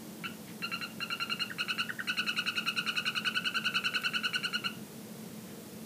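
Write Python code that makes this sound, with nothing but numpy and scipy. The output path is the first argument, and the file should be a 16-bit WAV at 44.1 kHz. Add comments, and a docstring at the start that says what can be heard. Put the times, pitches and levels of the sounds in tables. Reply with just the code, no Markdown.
"""Poison frog in a glass terrarium

The frog trills at about ten notes a second, with three weak squeaks where notes fail. Each note opens
with a click of the larynx; then a reedy tone, the harmonics of the vocal cords filtered by the vocal
sac, arches up, sags under pressure and falls away. The planted glass tank reflects the sound and
rings briefly. A ventilation fan hums underneath, with a few faint ticks and rustles."""
import sys
import numpy as np
from scipy import signal
from scipy.fft import rfft, irfft, next_fast_len
from scipy.io import wavfile
from scipy.ndimage import map_coordinates

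SR = 44100
rng = np.random.default_rng(int(sys.argv[2]) if len(sys.argv) > 2 else 0)


def transcribe(u):
    """Save the signal u as a 16-bit wav file named by the first command-line argument.

    u: samples, shape (n,) or (channels, n), limited to [-1, 1]; the rate is SR.
    q: integer samples, one column per channel.
    """
    v = np.clip(np.atleast_2d(u).T, -1, 1)
    q = np.round(v * 32767).astype(np.int16)
    wavfile.write(sys.argv[1], SR, q)


N = 257984
TIME = np.arange(N) / SR

# effort, which builds over the trill and slackens at its end: t/s, level/dB, f/Hz
CALL_EFFORT = [(.24, -35, 1421), (.62, -32.5, 1396), (1.25, -31, 1408), (1.5, -29, 1436),
               (2.1, -28.5, 1474), (2.33, -28.5, 1440), (3.05, -28.5, 1440), (3.35, -28, 1480),
               (3.85, -27, 1462), (4.33, -28, 1472), (4.64, -29.5, 1427)]
# mid-note pitch sag: t/s, depth at full effort/fraction of the pitch
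SAG_DEPTH = [(.24, 0.12), (.62, 0.076), (1.4, .063), (1.62, 0.13), (2.4, 0.11), (3.15, .15), (3.38, .088),
             (4.2, .075), (4.64, .045)]
# spectral tilt above the second harmonic: t/s, slope/(dB per octave)
OVERTONE_TILT = [(.24, -8), (.62, 1), (1.22, 2.5), (1.62, 1.5), (3.05, 1.5), (3.38, -0.3), (4.13, .1),
                 (4.45, 3), (4.64, 0)]
# note duration, longest in the middle of the trill: t/s, duration/s
NOTE_LENGTH = [(.24, .035), (.62, .0415), (1.8, 0.0409), (2.4, 0.043), (3.4, .043), (3.8, .0405),
               (4.4, .041), (4.64, .0365)]


def trill(full_effort_db=-28.5, click_db=-31, click_per_effort=-.2):
    """Pulsed airflow: each squeeze of the flanks drives one click and one tone, no two quite alike."""
    track, t = np.zeros(N), np.arange(SR // 16) / SR
    starts = note_onsets()
    for s, (tone_spread, click_spread, sag_spread) in zip(starts, rng.standard_normal((len(starts), 3))):
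        db, pitch_hz = values_at(CALL_EFFORT, s)
        sag, = values_at(SAG_DEPTH, s)
        tilt_db, = values_at(OVERTONE_TILT, s)
        length, = values_at(NOTE_LENGTH, s)
        effort_db = db - full_effort_db
        tone = vocal_cords(t, effort_db, pitch_hz, sag * (1 + .12 * sag_spread), length, tilt_db)
        tone_gain = amp(db + .32 * tone_spread)
        # the click gives way as the squeeze hardens
        click_gain = amp(click_db + click_per_effort * effort_db + .8 * click_spread)
        note = tone_gain * tone + click_gain * larynx_click(t)
        add(track, s, terrarium(note, tank_db=-8.5, room_db=-4.5))
    return track


# runs of evenly spaced notes: first onset t/s, last onset t/s
NOTE_RUNS = [(0.238, 0.2383), (0.6212, 0.8122), (1.0040, 1.395), (1.5838, 1.7808), (2.0727, 2.5568),
             (2.6606, 2.863), (2.9560, 3.3450), (3.4450, 4.5290), (4.6392, 4.63)]


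def note_onsets(period_s=.098):
    """Near-periodic repetition: the beat is steady within a run and slips a little between runs."""
    return np.concatenate([np.linspace(first, last, 1 + round(abs(last - first) / period_s))
                           for first, last in NOTE_RUNS])


# course of one note: fraction of its length, pitch ratio at full effort, air pressure/dB
NOTE_ARCH = [(0, .876, -15.5), (.1, .93, -13), (.25, .973, -7.3), (.45, .993, -3.4), (.66, 1.025, -.9),
             (.77, .993, -6.5), (.84, .969, -9), (.92, 0.908, -4), (1, .888, -9.5)]
# radiation response of the vocal sac: f/Hz, level/dB
SAC_RESPONSE = [(1130, -5.5), (1330, -8), (1490, -1.36), (2300, -3.5), (2620, 3), (2960, 1), (3250, -15),
                (3850, -8), (4250, -6.5), (4800, -21), (5850, -21), (7100, -25), (7900, -35), (8300, -25.5),
                (8650, -19), (9300, -35), (10000, -39)]


def vocal_cords(t, effort_db, pitch_hz, sag, length, tilt_db, sag_at=.476, sag_width_s=.00389,
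                jitter=.0063, flutter=.079, dulling_db=12, bloom_above_db=-4):
    """Source and filter: harmonics sweep through the sac's resonances and dull as the air runs out."""
    progress = np.clip(t / length, 0, 1)
    ratio, pressure_db = values_at(NOTE_ARCH, progress)
    bend = ratio - 1 - sag * np.exp(-((t - sag_at * length) / sag_width_s) ** 2)
    # under a feeble squeeze the cords flutter and the note turns into a croak
    croak = np.interp(effort_db, [-8, -5], [1, 0])
    unsteady = (jitter + flutter * croak) * wobble(706, len(t))
    # a harder squeeze bends the pitch further
    hz = pitch_hz * (1 + amp(1.48 * effort_db) * bend + unsteady)
    phase = 2 * np.pi * np.cumsum(hz) / SR
    harmonic = np.arange(1, 8)[:, None]
    octaves = np.log2(harmonic / 2)
    slope_db = tilt_db * np.maximum(octaves, 0) - dulling_db * (progress - .5) * octaves
    # the top harmonics bloom with effort and high pressure
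    bloom_db = (1.45 * effort_db + .42 * (pressure_db - bloom_above_db)) * (harmonic > 3)
    harmonic_db = along(SAC_RESPONSE, harmonic * hz) + slope_db + bloom_db
    tone = np.sum(amp(harmonic_db) * np.sin(harmonic * phase), axis=0)
    return tone * amp(pressure_db) * gate(t, length, rise=.0018, fall=.0033)


# modes struck as the larynx opens: f/Hz, level/dB, T60/s
LARYNX_MODES = [(1370, -2.5, 0.03), (1559, -4, 0.021), (1960, -12.5, 0.026), (2287, -.2, 0.016),
                (2945, -3, 0.0063), (4140, -13.5, 0.014)]


def larynx_click(t, rattle=.047, rattle_t60=.045, rise_s=.00082, cutoff_hz=1200):
    """Impulse excitation: a snap and brief rattle ring damped modes; the small body radiates no bass."""
    force = rattle * rng.standard_normal(len(t)) * amp(-60 * t / rattle_t60)
    force[0] += 1
    ring = sum(amp(db - 60 * t / t60) * np.sin(2 * np.pi * (hz * t + rng.random()))
               for hz, db, t60 in LARYNX_MODES)
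    snap = signal.fftconvolve(force, ring * np.clip(t / rise_s, 0, 1))[:len(t)]
    return butterworth(snap, 5, cutoff_hz, "high")


# failed notes: t/s, level/dB, duration/s
FAILED_NOTES = [(1.496, -33.5, .025), (1.887, -29, 0.023), (1.985, -29, .025)]
# course of one squeak: fraction of its length, f/Hz, level/dB
SQUEAK_COURSE = [(0, 1620, -15.5), (.18, 1641, -14), (.33, 1806, 3), (.55, 1930, -14), (.68, 1600, -1),
                 (.84, 1444, 0.5), (1, 1230, -23)]


def squeaks(octave_db=-13):
    """Weakly driven oscillation: short of pressure, the cords give a near-pure tone that lifts and falls."""
    track, t = np.zeros(N), np.arange(SR // 16) / SR
    for s, db, length in FAILED_NOTES:
        hz, course_db = values_at(SQUEAK_COURSE, t / length)
        phase = 2 * np.pi * np.cumsum(hz) / SR
        tone = np.sin(phase) + amp(octave_db + along(SAC_RESPONSE, 2 * hz)) * np.sin(2 * phase)
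        swell = amp(db + course_db) * gate(t, length, rise=.001, fall=.002)
        add(track, s, terrarium(tone * swell, tank_db=-16, room_db=-9.5))
    return track


# early reflections off the glass: delay t/s, level/dB
PANE_ECHOES = [(.0031, -12), (.0074, -11.5), (0.0124, -17.5), (0.0183, -14.5)]
# modes of the glass tank: f/Hz, level/dB, T60/s
TANK_MODES = [(1469, -3.5, 0.032), (2607, -4, 0.096), (2840, -6.5, 0.2), (4160, -6, 0.033),
              (8640, -3, 0.04)]


def terrarium(x, tank_db, room_db, tank_t60=.046, room_t60=.3, leaves_db=7):
    """Convolution: direct sound plus pane echoes, the tank's scatter and modes, and the room beyond."""
    t = np.arange(SR // 3) / SR
    scatter, room = diffuse_tail(t, tank_t60), diffuse_tail(t, room_t60)
    # leaves scatter the short waves most; the room returns mainly the long ones
    scatter += amp(leaves_db) * butterworth(scatter, order=8, hz=4800, kind="high")
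    room = butterworth(room, order=2, hz=3200, kind="low")
    response = amp(tank_db) * scatter + amp(room_db) * room
    response[0] += 1
    for delay, db in PANE_ECHOES:
        response[round(delay * SR)] += amp(db)
    for hz, db, t60 in TANK_MODES:
        decay = amp(-60 * t / t60)
        response += 2 * amp(db) * np.cos(2 * np.pi * hz * t) * decay / decay.sum()
    return signal.fftconvolve(x, response)


def diffuse_tail(t, t60, rise_s=.0053):
    """Reverberation: dense reflections merge into exponentially decaying noise, here of unit energy."""
    tail = rng.standard_normal(len(t)) * amp(-60 * t / t60) * np.clip(t / rise_s, 0, 1)
    return tail / np.linalg.norm(tail)


# small sharp ticks: t/s, level/dB
FAINT_TICKS = [(2.6865, -39), (4.0186, -39)]
# soft rustles: t/s, level/dB, Gaussian width/s
SOFT_RUSTLES = [(.497, -52.5, 0.019), (5.24, -64, .04), (5.5, -61.5, 0.032)]


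def ticks_and_rustles(tick_t60=.036):
    """Amplitude-modulated noise: sudden decays are heard as ticks, smooth swells as rustles."""
    ticks = sum(amp(db - 60 * np.abs(TIME - s) / tick_t60) * (TIME >= s) for s, db in FAINT_TICKS)
    rustles = sum(amp(db) * np.exp(-.5 * ((TIME - s) / width) ** 2) for s, db, width in SOFT_RUSTLES)
    bright = noise([(500, -15), (3000, 2.5), (7000, -6), (11000, -4), (14500, .5)])
    soft = noise([(400, -21), (1900, 9), (3300, 2), (7000, -13), (15000, -29.5)])
    return ticks * bright + rustles * soft


# motor tones: f/Hz, rms level/dB
MOTOR_TONES = [(218.6, -52), (178, -59)]
# spectrum of fan and room noise: f/Hz, relative level/dB
AIR_SPECTRUM = [(30, -41.5), (65, -30), (100, -12), (140, -7.5), (215, -1), (250, -8), (310, -11),
                (380, -11.5), (500, -14), (680, -18), (1100, -23.5), (2000, -26.5), (4500, -27.5),
                (15000, -29)]
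# spectra of two hollow resonances in the fan's rush: f/Hz, relative level/dB
LOW_RESONANCE = [(190, -50), (275, -10), (308, 0), (340, -10.5), (480, -45)]
HIGH_RESONANCE = [(300, -48), (410, -8.5), (465, 2.5), (510, -10), (700, -50)]
# the low resonance gives way to the high one: t/s, low level/dB, high level/dB
RESONANCE_LEVELS = [(0, -58, -64.5), (2, -63, -66.5), (4, -67, -61), (5.85, -63, -57.5)]


def fan(air_db=-47, waver_db=1.5, drift_rad=.37):
    """Tonal and broadband noise: slightly unsteady motor tones lie over resonant rushing air and hiss."""
    hum = np.zeros(N)
    for hz, db in MOTOR_TONES:
        peak = np.sqrt(2) * amp(db + waver_db * wobble(5.02, N))
        hum += peak * np.sin(2 * np.pi * hz * TIME + drift_rad * wobble(2.95, N))
    low_db, high_db = values_at(RESONANCE_LEVELS, TIME)
    hollow = amp(low_db) * noise(LOW_RESONANCE) + amp(high_db) * noise(HIGH_RESONANCE)
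    return hum + hollow + amp(air_db) * noise(AIR_SPECTRUM)


def amp(db):
    """Amplitude ratio of a level in dB."""
    return 10 ** (np.asarray(db) / 20)


def values_at(table, x):
    """Linear interpolation of a table's other columns where its first equals x."""
    axis, *columns = np.transpose(table)
    return [np.interp(x, axis, column) for column in columns]


def along(spectrum, hz):
    """Interpolation of a spectrum on a logarithmic frequency axis."""
    f, db = np.transpose(spectrum)
    return np.interp(np.log(hz + 1), np.log(f + 1), db)


def filtered(x, response):
    """Filtering as multiplication by a frequency response."""
    size = next_fast_len(len(x) + 8192)
    return irfft(rfft(x, size) * response(np.fft.rfftfreq(size, 1 / SR)), size)[:len(x)]


def butterworth(x, order, hz, kind):
    """Maximally flat high-pass or low-pass filtering."""
    return signal.sosfilt(signal.butter(order, hz, kind, fs=SR, output="sos"), x)


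def noise(spectrum):
    """Spectral shaping of white noise, scaled to rms 1."""
    x = filtered(rng.standard_normal(N), lambda hz: amp(along(spectrum, hz)))
    return x / np.sqrt(np.mean(x ** 2) + 1e-20)


def wobble(rate, size):
    """Smooth random fluctuation: a spline through rate knots a second."""
    knots = rng.standard_normal(int(size * rate / SR) + 4)
    return map_coordinates(knots, [np.arange(size) * rate / SR])


def gate(t, length, rise, fall):
    """Trapezoidal envelope from 0 to length."""
    return np.clip(t / rise, 0, 1) * np.clip((length - t) / fall, 0, 1)


def add(track, s, sound):
    """Superposition of a sound on the track at time s."""
    part = track[round(s * SR):][:len(sound)]
    part += sound[:len(part)]


def scene():
    """Superposition of the frog and its surroundings in one channel."""
    return (trill() + squeaks() + ticks_and_rustles() + fan())[None]


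def record(dry, top_hz=15330):
    """Band limiting: an ideal low-pass filter removes the highest treble."""
    return np.array([filtered(channel, lambda hz: hz < top_hz) for channel in dry])


dry = scene()
out = record(dry)
transcribe(out)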